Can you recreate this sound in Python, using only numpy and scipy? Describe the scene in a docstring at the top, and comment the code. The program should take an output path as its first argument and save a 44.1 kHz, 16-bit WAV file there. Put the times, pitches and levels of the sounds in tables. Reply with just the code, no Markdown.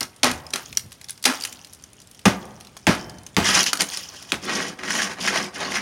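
"""A sharp crack: a hockey stick chops into a brittle, glassy block on a concrete workshop floor.
Each blow fractures the block, knocks the blade and throws shards and crumbs that tick as they land.
Heavy blows also thud in the bulk and set the floor booming. Then the blade rakes the rubble to and
fro: lumps slip, clink and jam, grit is crushed, the block drums. The hall rings briefly."""
import sys
import numpy as np
from scipy import signal
from scipy.io import wavfile
from scipy.ndimage import uniform_filter1d

SR = 44100
rng = np.random.default_rng(int(sys.argv[2]) if len(sys.argv) > 2 else 0)


def generate_wav(sig):
    """Save sig (samples, or channels by samples) to the path in sys.argv[1] as 16-bit PCM at SR."""
    pcm = np.round(np.clip(np.atleast_2d(sig).T, -1, 1) * 32767).astype(np.int16)
    wavfile.write(sys.argv[1], SR, pcm)


N = 256220
TIME_S = np.arange(N) / SR

# chops: t/s, crack/dB, crack f/Hz, crack run/s, crumble/dB, crumble tau/s, knock/dB, low-pass/Hz,
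# crumb shower/dB
CHOPS = [(.0075, -16.5, 4970, 0.0014, -28, 0.011, -37.5, 16000, -76),
         (0.2317, -9.5, 3450, 0.0039, -17.5, 0.032, -21, 11100, -50.5),
         (0.5346, -17, 3500, 0.004, -33.5, 0.032, -34.5, 19000, -45.5),
         (1.2516, -10, 3970, 0.0079, -21, 0.037, -28.5, 17000, -39),
         (2.2542, -9.5, 1280, 0.0064, -21.5, 0.028, -17, 8100, -51),
         (2.8678, -11, 2320, 0.0032, -20, 0.038, -14.5, 8100, -49.5),
         (3.3666, -6, 2410, 0.00087, -26, 0.04, -17.5, 9000, -41),
         (3.731, -13, 1309, 0.0024, -41, .0059, -38.5, 18800, -53),
         (3.8177, -15, 5940, 0.0033, -42, 0.0057, -33.5, 15900, -38.5),
         (4.3196, -11, 2820, 0.0022, -27, 0.014, -28.5, 11600, -54)]
# low rumble swelling after the blows, a few soft bumps between them: t/s, level/dB, rise/s
LOW_SWELLS = [(0, -45, 0.024), (.235, -40.5, 0.066), (.54, -58, 0.052), (.675, -46.5, .04),
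              (.83, -46, 0.02), (2.27, -48.5, 0.12), (2.92, -41, 0.09), (3.39, -29, 0.017),
              (4.325, -41.5, 0.025)]
# large shards snapping off or landing: t/s, level/dB, ring f/Hz, ring re snap/dB
LARGE_SHARDS = [(.0084, -12.5, 4950, 2.5), (0.0292, -14, 5600, -2), (0.2424, -4.5, 2420, -9),
                (0.313, -14, 2500, -9), (.4663, -26, 5130, 6), (.5052, -27, 5800, 0), (.558, -12, 2040, -7),
                (.7272, -23.5, 2650, -3), (.772, -3, 5790, 4.5), (0.919, -29, 2830, -11),
                (1.013, -28.5, 4900, -16), (1.043, -26, 5550, 3), (1.0854, -25, 4380, -1.5),
                (1.0947, -19.5, 3970, -19), (1.106, -17.5, 10600, 5), (1.226, -24, 8400, -16),
                (1.24, -12, 4700, -5), (1.409, -20.5, 4940, 0), (1.4222, -18.5, 4600, 3),
                (1.437, -13, 4850, 5), (1.45, -11.5, 4590, -9), (1.526, -24, 7200, -7),
                (1.727, -37, 5900, -8), (1.8386, -26.5, 6040, 4), (2.147, -36, 5600, -5),
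                (2.192, -32.5, 2980, -16), (2.608, -29, 3080, -10), (2.648, -33.5, 5330, -8),
                (2.767, -26.5, 1104, -6), (3.0958, -26, 4965, 2), (3.265, -24, 6280, 1),
                (3.551, -6.5, 6100, 22), (3.6302, -9, 5850, 0), (3.6393, -11, 4640, 0),
                (3.7314, -7, 4550, -5), (3.772, -16.5, 4410, -6), (3.8067, -4, 4650, -1),
                (3.889, -19, 6530, 6), (3.935, -22.5, 5330, -1.5), (3.972, -13.5, 5160, -1),
                (4.225, -26.5, 5274, -5)]
# heavy blows: t/s, level/dB, f/Hz, contact/s, floor boom re thud/dB
HEAVY_BLOWS = [(0.24, -31, 247, 0.081, -14), (1.267, -27.5, 255.3, 0.043, -26),
               (2.259, -10, 198, 0.023, -12.5), (2.876, -15.5, 185, 0.0237, -7.5),
               (3.368, -18.5, 183, .024, -9.5)]
# loose slab ringing: t/s, level/dB, f/Hz, t60/s
SLAB_RINGS = [(2.869, -48.5, 1700, 1.17), (2.868, -42.5, 3090, 0.85)]
# raking strokes: t/s, length/s, fastest point/fraction of length, lumps/dB, grit/dB, drumming/dB
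RAKE_STROKES = [(3.383, 0.27, 0.68, -18, -19, -31.5), (3.655, 0.056, 0.26, -32, -23.5, -39.5),
                (3.786, 0.049, 0.72, -26, -23, -33.5), (3.857, 0.2, 0.38, -39, -34.5, -55),
                (3.97, 0.46, 0.49, -50.5, -42.5, -58), (4.413, 0.34, 0.4, -26.5, -31, -32),
                (4.777, 0.39, 0.44, -29, -28.5, -36), (5.158, 0.34, 0.63, -24.5, -26.5, -32.5),
                (5.52, 0.37, 0.45, -26.5, -30.5, -34.5)]
# lumps jamming under the blade: t/s, level/dB, length/s
JAMS = [(3.444, -25.5, 0.082), (3.59, -31, 0.015), (3.66, -27, 0.015), (4.788, -33.5, 0.0072),
        (4.831, -30.5, .015), (4.876, -30, 0.017), (4.902, -21, 0.01), (4.951, -21, 0.0033),
        (4.984, -23.5, 0.03), (5.019, -14.5, 0.0013), (5.273, -17.5, 0.015), (5.718, -25, 0.0042),
        (5.751, -25.5, 0.05)]
# source spectra: f/Hz, level/dB
CRACK_EQ = [(100, 21), (500, 3), (1500, 1.5), (3000, -1.5), (6200, -0.5), (7900, -6.5), (9500, -2.5),
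            (12000, -10.5), (16000, -22)]
CRUMBLE_EQ = [(100, -37.5), (400, 1), (1700, 5), (3800, -5), (6000, -4), (7900, -12.5), (9500, -9.5),
              (12000, -17), (16000, -58)]
KNOCK_EQ = [(30, -52), (70, -28.5), (200, 9), (350, 4.5), (520, 0), (800, 1.5), (1200, -11), (1900, -7),
            (3000, -13.5), (8000, -21.5)]
RUBBLE_EQ = [(60, 2), (200, 2), (450, -2.5), (750, 3.5), (1200, -2.5), (1800, 5), (2500, 2), (3200, -4.5),
             (4000, -4), (7000, -53), (16000, -99)]
GRIT_EQ = [(500, -10.5), (2200, -3.5), (3200, 4.5), (4000, -6), (5000, 4), (5900, 3.5), (6900, 0),
           (7800, -11.5), (9400, -5), (11500, -17.5), (16000, -23)]
BULK_EQ = [(25, -31), (42, -17), (70, 1), (130, -0.5), (220, -7), (400, -15.5), (1500, -50)]
AIR_EQ = [(24, -43), (40, -4), (87, -38), (194, 0), (680, -7), (3000, -13), (5800, -17), (7700, -20),
          (9200, -13), (16000, -56)]
# resonances: f/Hz, width/Hz (block: before broadening), level/dB
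BLADE_MODES = [(653, 17, -9), (1153, 65, 5), (1527, 23, 2.5), (1897, 27, -3.5), (2240, 120, -41),
               (3044, 70, -0.5), (4790, 62, 6), (5800, 200, 5)]
FLOOR_MODES = [(74, 4.6, 6), (111.2, 13, 17), (142, 20, -7)]
BLOCK_MODES = [(164, 6.3, -13), (195.6, 45, 4), (254, 35, -9), (375, 29.6, 1), (458, 61, -6)]
# shard modes: f/ring f, tau/s for a 5500 Hz shard, level/dB
SHARD_PARTIALS = [(.58, 0.00046, -25), (1.001, 0.0013, -7), (1.62, 0.00029, -7)]
# single echoes: t/s, level/dB
HALL_ECHOES = [(.0031, -21.5), (.0074, -27.5), (0.01, -31), (0.018, -34), (0.022, -48), (0.022, -15.5)]
# hall tail decay: f/Hz, t60/s
TAIL_T60 = [(80, 0.18), (250, 1), (800, 0.98), (2000, 1), (5000, 0.36), (10000, 1), (16000, 0.15)]
# hall tail spectrum: f/Hz, level/dB
TAIL_EQ = [(80, -0.5), (800, 10.5), (2500, -1.5), (6000, -33), (16000, 19)]


def gain_of(db):
    """dB to amplitude."""
    return 10 ** (np.asarray(db) / 20)


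def unit_rms(x):
    """Scale to rms 1."""
    return x / np.sqrt(np.mean(x ** 2) + 1e-20)


def burst(x, length_s):
    """Scale to the energy of rms 1 over length_s."""
    return x * np.sqrt(length_s * SR / (np.sum(x ** 2) + 1e-20))


def lookup(table, hz):
    """Interpolate over log frequency."""
    table_hz, value = np.transpose(table)
    return np.interp(np.log(hz + 1), np.log(table_hz + 1), value)


def add(mix, at_s, sound):
    """Mix in at at_s."""
    part = mix[max(round(at_s * SR), 0):][:len(sound)]
    part += sound[:len(part)]


def highpass(x, hz, order=2):
    """Small things radiate no bass."""
    return signal.sosfilt(signal.butter(order, min(hz, SR / 3), "highpass", fs=SR, output="sos"), x)


def coloured(x, eq, size=4096):
    """Minimum-phase filter; attacks stay sharp."""
    log_gain = np.log(gain_of(lookup(eq, abs(np.fft.fftfreq(size, 1 / SR)))))
    taps = np.fft.ifft(np.exp(np.conj(signal.hilbert(log_gain)))).real[:size // 2]
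    return signal.oaconvolve(x, taps)[:len(x)]


def ring(x, modes):
    """Parallel resonators."""
    out = np.zeros(len(x))
    for hz, width_hz, db in modes:
        radius = np.exp(-np.pi * width_hz / SR)
        pole = radius * np.exp(2j * np.pi * min(hz, SR / 2) / SR)
        out += gain_of(db) * 2 * signal.lfilter([1 - radius], [1, -pole], x + 1e-18).real
    return out


def clicks(count, per_s, spread_db):
    """Random impulses, a few much larger than the rest."""
    sizes = gain_of(spread_db * np.minimum(rng.exponential(1, count), 4))
    return sizes * rng.choice([-1, 1], count) * (rng.random(count) < per_s / SR)


def flutter(scale_s, depth_db):
    """Randomly wandering gain."""
    width = int(scale_s * SR)
    drift = uniform_filter1d(uniform_filter1d(rng.standard_normal(N), width), width)
    return gain_of(depth_db * 2 * np.tanh(unit_rms(drift) / 2))


def swell(at_s, rise_s, fade_s):
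    """Smooth rise, exponential fade, peak 1."""
    age_s = np.maximum(TIME_S - at_s, 0)
    gain = (1 - np.exp(-(age_s / rise_s) ** 2)) * np.exp(-age_s / fade_s)
    return gain / (gain.max() + 1e-20)


def background(air_db=-56.5, rumble_db=-57, drag_db=-24.5):
    """Room air; low rumble that swells after blows, in soft bumps and with the raking."""
    air = gain_of(air_db) * unit_rms(coloured(rng.standard_normal(N), AIR_EQ))
    bumps = sum(gain_of(db) * swell(at_s, rise_s, 1.7 * rise_s) for at_s, db, rise_s in LOW_SWELLS)
    lump_gain, _, _ = stroke_gains()
    rumble_gain = np.hypot(gain_of(rumble_db), bumps + gain_of(drag_db) * lump_gain)
    return air + rumble_gain * unit_rms(coloured(rng.standard_normal(N), BULK_EQ))


def blows(knock_s=0.029):
    """A crack runs through in milliseconds; the edge crumbles on while the blade knocks and chatters."""
    out, t = np.zeros(N), np.arange(SR // 4) / SR
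    for at_s, crack_db, hz, run_s, crumble_db, crumble_s, knock_db, lowpass_hz, _ in CHOPS:
        run = 2 * t / run_s
        crack = coloured(clicks(len(t), 16000, 4.8) * run * np.exp(-run), CRACK_EQ)
        crack = highpass(crack + ring(crack, [(hz, 0.9 * hz, 5)]), 0.57 * hz)  # piece size sets pitch
        fractures = clicks(len(t), 4000, 3.9) * np.exp(-t / crumble_s) * (1 - np.exp(-t / 0.023))
        crumble = highpass(coloured(fractures, CRUMBLE_EQ), 210)
        chatter = clicks(len(t), 5000, 2.95) * np.exp(-t / knock_s) * (1 - np.exp(-t / 0.0032))
        knock = coloured(chatter, KNOCK_EQ)
        knock += 1.2 * ring(knock, BLADE_MODES)
        blow = (gain_of(crack_db) * burst(crack, 1.07 * run_s)
                + gain_of(crumble_db) * burst(crumble, crumble_s)
                + gain_of(knock_db) * burst(knock, knock_s))
        add(out, at_s, signal.lfilter(*signal.butter(1, lowpass_hz, fs=SR), blow))  # deep blows: duller
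    return out


def shards(snap_s=0.0029, trim_db=-7, energy_s=0.0025):
    """Each shard snaps in a click cluster and rings for milliseconds; returns (snaps, rings)."""
    snaps, rings, t = np.zeros(N), np.zeros(N), np.arange(SR // 30) / SR
    onset = 1 - np.exp(-t / 0.00097)
    for at_s, db, hz, ring_db in LARGE_SHARDS + chips():
        length_s = snap_s * gain_of(db) ** 0.025  # light shards snap faster
        cluster = clicks(len(t), 20000, 0.47) * np.exp(-t / length_s) * onset
        snap = highpass(coloured(cluster, CRACK_EQ), 0.49 * hz)
        age = t * np.sqrt(hz / 5500)  # small shards die sooner
        tone = sum(gain_of(mode_db) * np.exp(-age / tau_s) * np.sin(2 * np.pi * hz * ratio * t)
                   for ratio, tau_s, mode_db in SHARD_PARTIALS)
        gain = gain_of(db + trim_db) / np.hypot(1, gain_of(ring_db))
        add(snaps, at_s, gain * burst(snap, energy_s))
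        add(rings, at_s, gain * gain_of(ring_db) * burst(tone * onset, energy_s))
    return snaps, rings


def chips(per_s=10, mean_db=-35.5, spread_db=4.5, centre_hz=7380, spread_oct=0.456, ring_db=-2):
    """Small chips tick at random; rows as in LARGE_SHARDS."""
    rows, hop = [], 512
    timing = rng.random((N // hop, 2))
    scatter = rng.standard_normal((N // hop, 2))
    for slot, (chance, offset, size, pitch) in enumerate(np.hstack([timing, scatter])):
        if chance < per_s * hop / SR:
            hz = min(centre_hz * 2 ** (spread_oct * pitch), SR / 4)
            rows.append(((slot + offset) * hop / SR, mean_db + spread_db * size, hz, ring_db))
    return rows


def crumbs(per_s, spread_db, sizes=16):
    """Crumb shower; each size has its own short ring."""
    rings = [ring(clicks(N, per_s / sizes, spread_db), [(hz, 0.1 * hz, 0)])
             for hz in np.geomspace(2400, 13000, sizes)]
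    return unit_rms(coloured(sum(rings), GRIT_EQ))


def trickle(flight_s=0.11, fade_s=0.11, settling_db=-61, dust_db=-10, dust_hz=11000):
    """Crumbs and glassy dust rain back after each blow; the heap never quite settles."""
    showers = [gain_of(db) * swell(at_s, flight_s, fade_s) for at_s, *_, db in CHOPS]
    gain = np.sqrt(gain_of(settling_db) ** 2 + np.sum(np.square(showers), 0))
    falling = crumbs(700, 4.9)
    dust = unit_rms(highpass(clicks(N, 900, 7.1), dust_hz, order=4))
    return gain * (falling + gain_of(dust_db) * dust)


def thuds(push_s=0.0053):
    """The block heaves while the blade is in it; its push sets the floor booming."""
    out, t = np.zeros(N), np.arange(SR // 3) / SR
    boom = highpass(ring(t * np.exp(-2 * t / push_s), FLOOR_MODES), 74, order=4)
    for at_s, db, hz, contact_s, boom_db in HEAVY_BLOWS:
        envelope = (1 - np.exp(-t / 0.01)) * np.exp(-np.maximum(t - contact_s, 0) / 0.0029)
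        phase = 2 * np.pi * hz * t
        heave = envelope * (np.sin(phase) + 0.08 * np.sin(2 * phase))
        thud = burst(heave, contact_s) + gain_of(boom_db) * burst(boom, contact_s)
        add(out, at_s, gain_of(db) * thud)
    return out


def slab():
    """A loose slab rings faintly in two modes after a heavy blow."""
    out, t = np.zeros(N), np.arange(SR // 2) / SR
    for at_s, db, hz, t60_s in SLAB_RINGS:
        add(out, at_s, gain_of(db - 60 * t / t60_s) * np.sin(2 * np.pi * hz * t))
    return out


def stroke_gains(exponents=(0.88, 0.99, 0.6)):
    """Gains of (lumps, grit, drumming): powers of blade speed, one arch per stroke."""
    gains = np.zeros((3, N))
    for at_s, length_s, fastest, *levels_db in RAKE_STROKES:
        progress = np.interp(TIME_S, [at_s, at_s + length_s * fastest, at_s + length_s], [0, 0.5, 1])
        speed = abs(np.sin(np.pi * progress))
        gains += [gain_of(db) * speed ** exponent for db, exponent in zip(levels_db, exponents)]
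    return gains


def rake(lump_db=-2, grit_db=-2, clink_db=-8, broadening=1.88):
    """Lumps slip under the blade, ringing it and the block; grit is crushed between them."""
    lump_gain, grit_gain, drum_gain = stroke_gains()
    slips = clicks(N, 2200, 2.8) * flutter(0.023, 5.4)  # blade judder
    lumps = highpass(coloured(slips, RUBBLE_EQ), 275)
    lumps = unit_rms(lumps + 1.6 * ring(lumps, BLADE_MODES))
    crushed = unit_rms(crumbs(4000, 3.5) * flutter(0.028, 7.5))
    grit = unit_rms(0.51 * unit_rms(coloured(slips, GRIT_EQ)) + crushed)
    push = clicks(N, 3000, 1.15)
    drumming = np.zeros(N)
    for hz, width_hz, db in BLOCK_MODES:
        mode = [(hz, broadening * width_hz, 0)]
        drumming += gain_of(db) * ring(ring(push, mode), mode)
    sound = (gain_of(lump_db) * lump_gain * lumps
             + gain_of(grit_db) * grit_gain * grit
             + drum_gain * unit_rms(drumming)
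             + gain_of(clink_db) * np.sqrt(lump_gain * grit_gain) * clinks())
    return highpass(sound, 158, order=4)


def clinks(per_s=170, spread_db=3, tau_s=0.0071, low_hz=900, high_hz=6000):
    """Larger pieces tumble together, two brief modes each."""
    out, t, hop = np.zeros(N), np.arange(SR // 30) / SR, 64
    for slot, (chance, offset, size, pitch, spacing) in enumerate(rng.random((N // hop, 5))):
        if chance < per_s * hop / SR:
            phase = 2 * np.pi * low_hz * (high_hz / low_hz) ** pitch * t
            tone = (np.sin(phase) + 0.38 * np.sin((1.2 + spacing / 2) * phase)) * np.exp(-t / tau_s)
            add(out, (slot + offset) * hop / SR, gain_of(-spread_db * np.log(size + 0.02)) * tone)
    return unit_rms(out)


def jams(squawk_hz=1750, width_hz=700, grit_db=-7):
    """A lump jams under the blade and grinds free with a short squawk."""
    out, t = np.zeros(N), np.arange(SR // 12) / SR
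    bite = 1 - np.exp(-t / 0.0016)
    for at_s, db, length_s in JAMS:
        slips = clicks(len(t), 5000, 5.6) * bite * np.exp(-(t / length_s) ** 2)
        squawk = unit_rms(ring(coloured(slips, RUBBLE_EQ), [(squawk_hz, width_hz, 0)]))
        grit = gain_of(grit_db) * unit_rms(coloured(slips, GRIT_EQ))
        add(out, at_s, gain_of(db) * burst(squawk + grit, length_s))
    return highpass(out, 250)


def hall(x, near_db=-9, near_t60_s=0.22, tail_db=-17, scatter_hz=260):
    """Direct sound, echoes and scatter off the floor and nearby things, and a faint diffuse tail."""
    t = np.arange(SR) / SR
    hz, frame_s, noise = signal.stft(rng.standard_normal(SR), SR, nperseg=256)
    decay = gain_of(lookup(TAIL_EQ, hz)[:, None] - 60 * frame_s / lookup(TAIL_T60, hz)[:, None])
    tail = signal.istft(noise * decay, SR, nperseg=256)[1][:SR] * (1 - np.exp(-t / 0.011))
    tail *= gain_of(tail_db) / np.linalg.norm(tail)
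    near = clicks(SR, 3000, 3.4) * gain_of(-60 * t / near_t60_s) * (1 - np.exp(-(t / 0.0016) ** 2))
    near *= gain_of(near_db) / np.linalg.norm(near)
    for delay_s, db in HALL_ECHOES:
        add(near, delay_s, gain_of([db]))
    near = highpass(near, scatter_hz, order=1)  # long waves bend round nearby things
    return x + signal.fftconvolve(x, near + tail)[:N]


def scene(ring_send=0.25):
    """Mono mix in the hall; background dry, shard rings mostly dry."""
    action = blows() + thuds() + slab() + rake() + jams() + trickle()
    bed = background()
    snaps, rings = shards()
    return (hall(action + snaps + ring_send * rings) + (1 - ring_send) * rings + bed)[None]


def record(dry, ceiling=0.95, cutoff_hz=16100):
    """Soft clip, then low-pass."""
    rounded = dry / (1 + (dry / ceiling) ** 6) ** (1 / 6)
    taps = signal.firwin(401, cutoff_hz, window=("kaiser", 9), fs=SR)
    return signal.oaconvolve(rounded, taps[None], "same")


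dry = scene()
out = record(dry)
generate_wav(out)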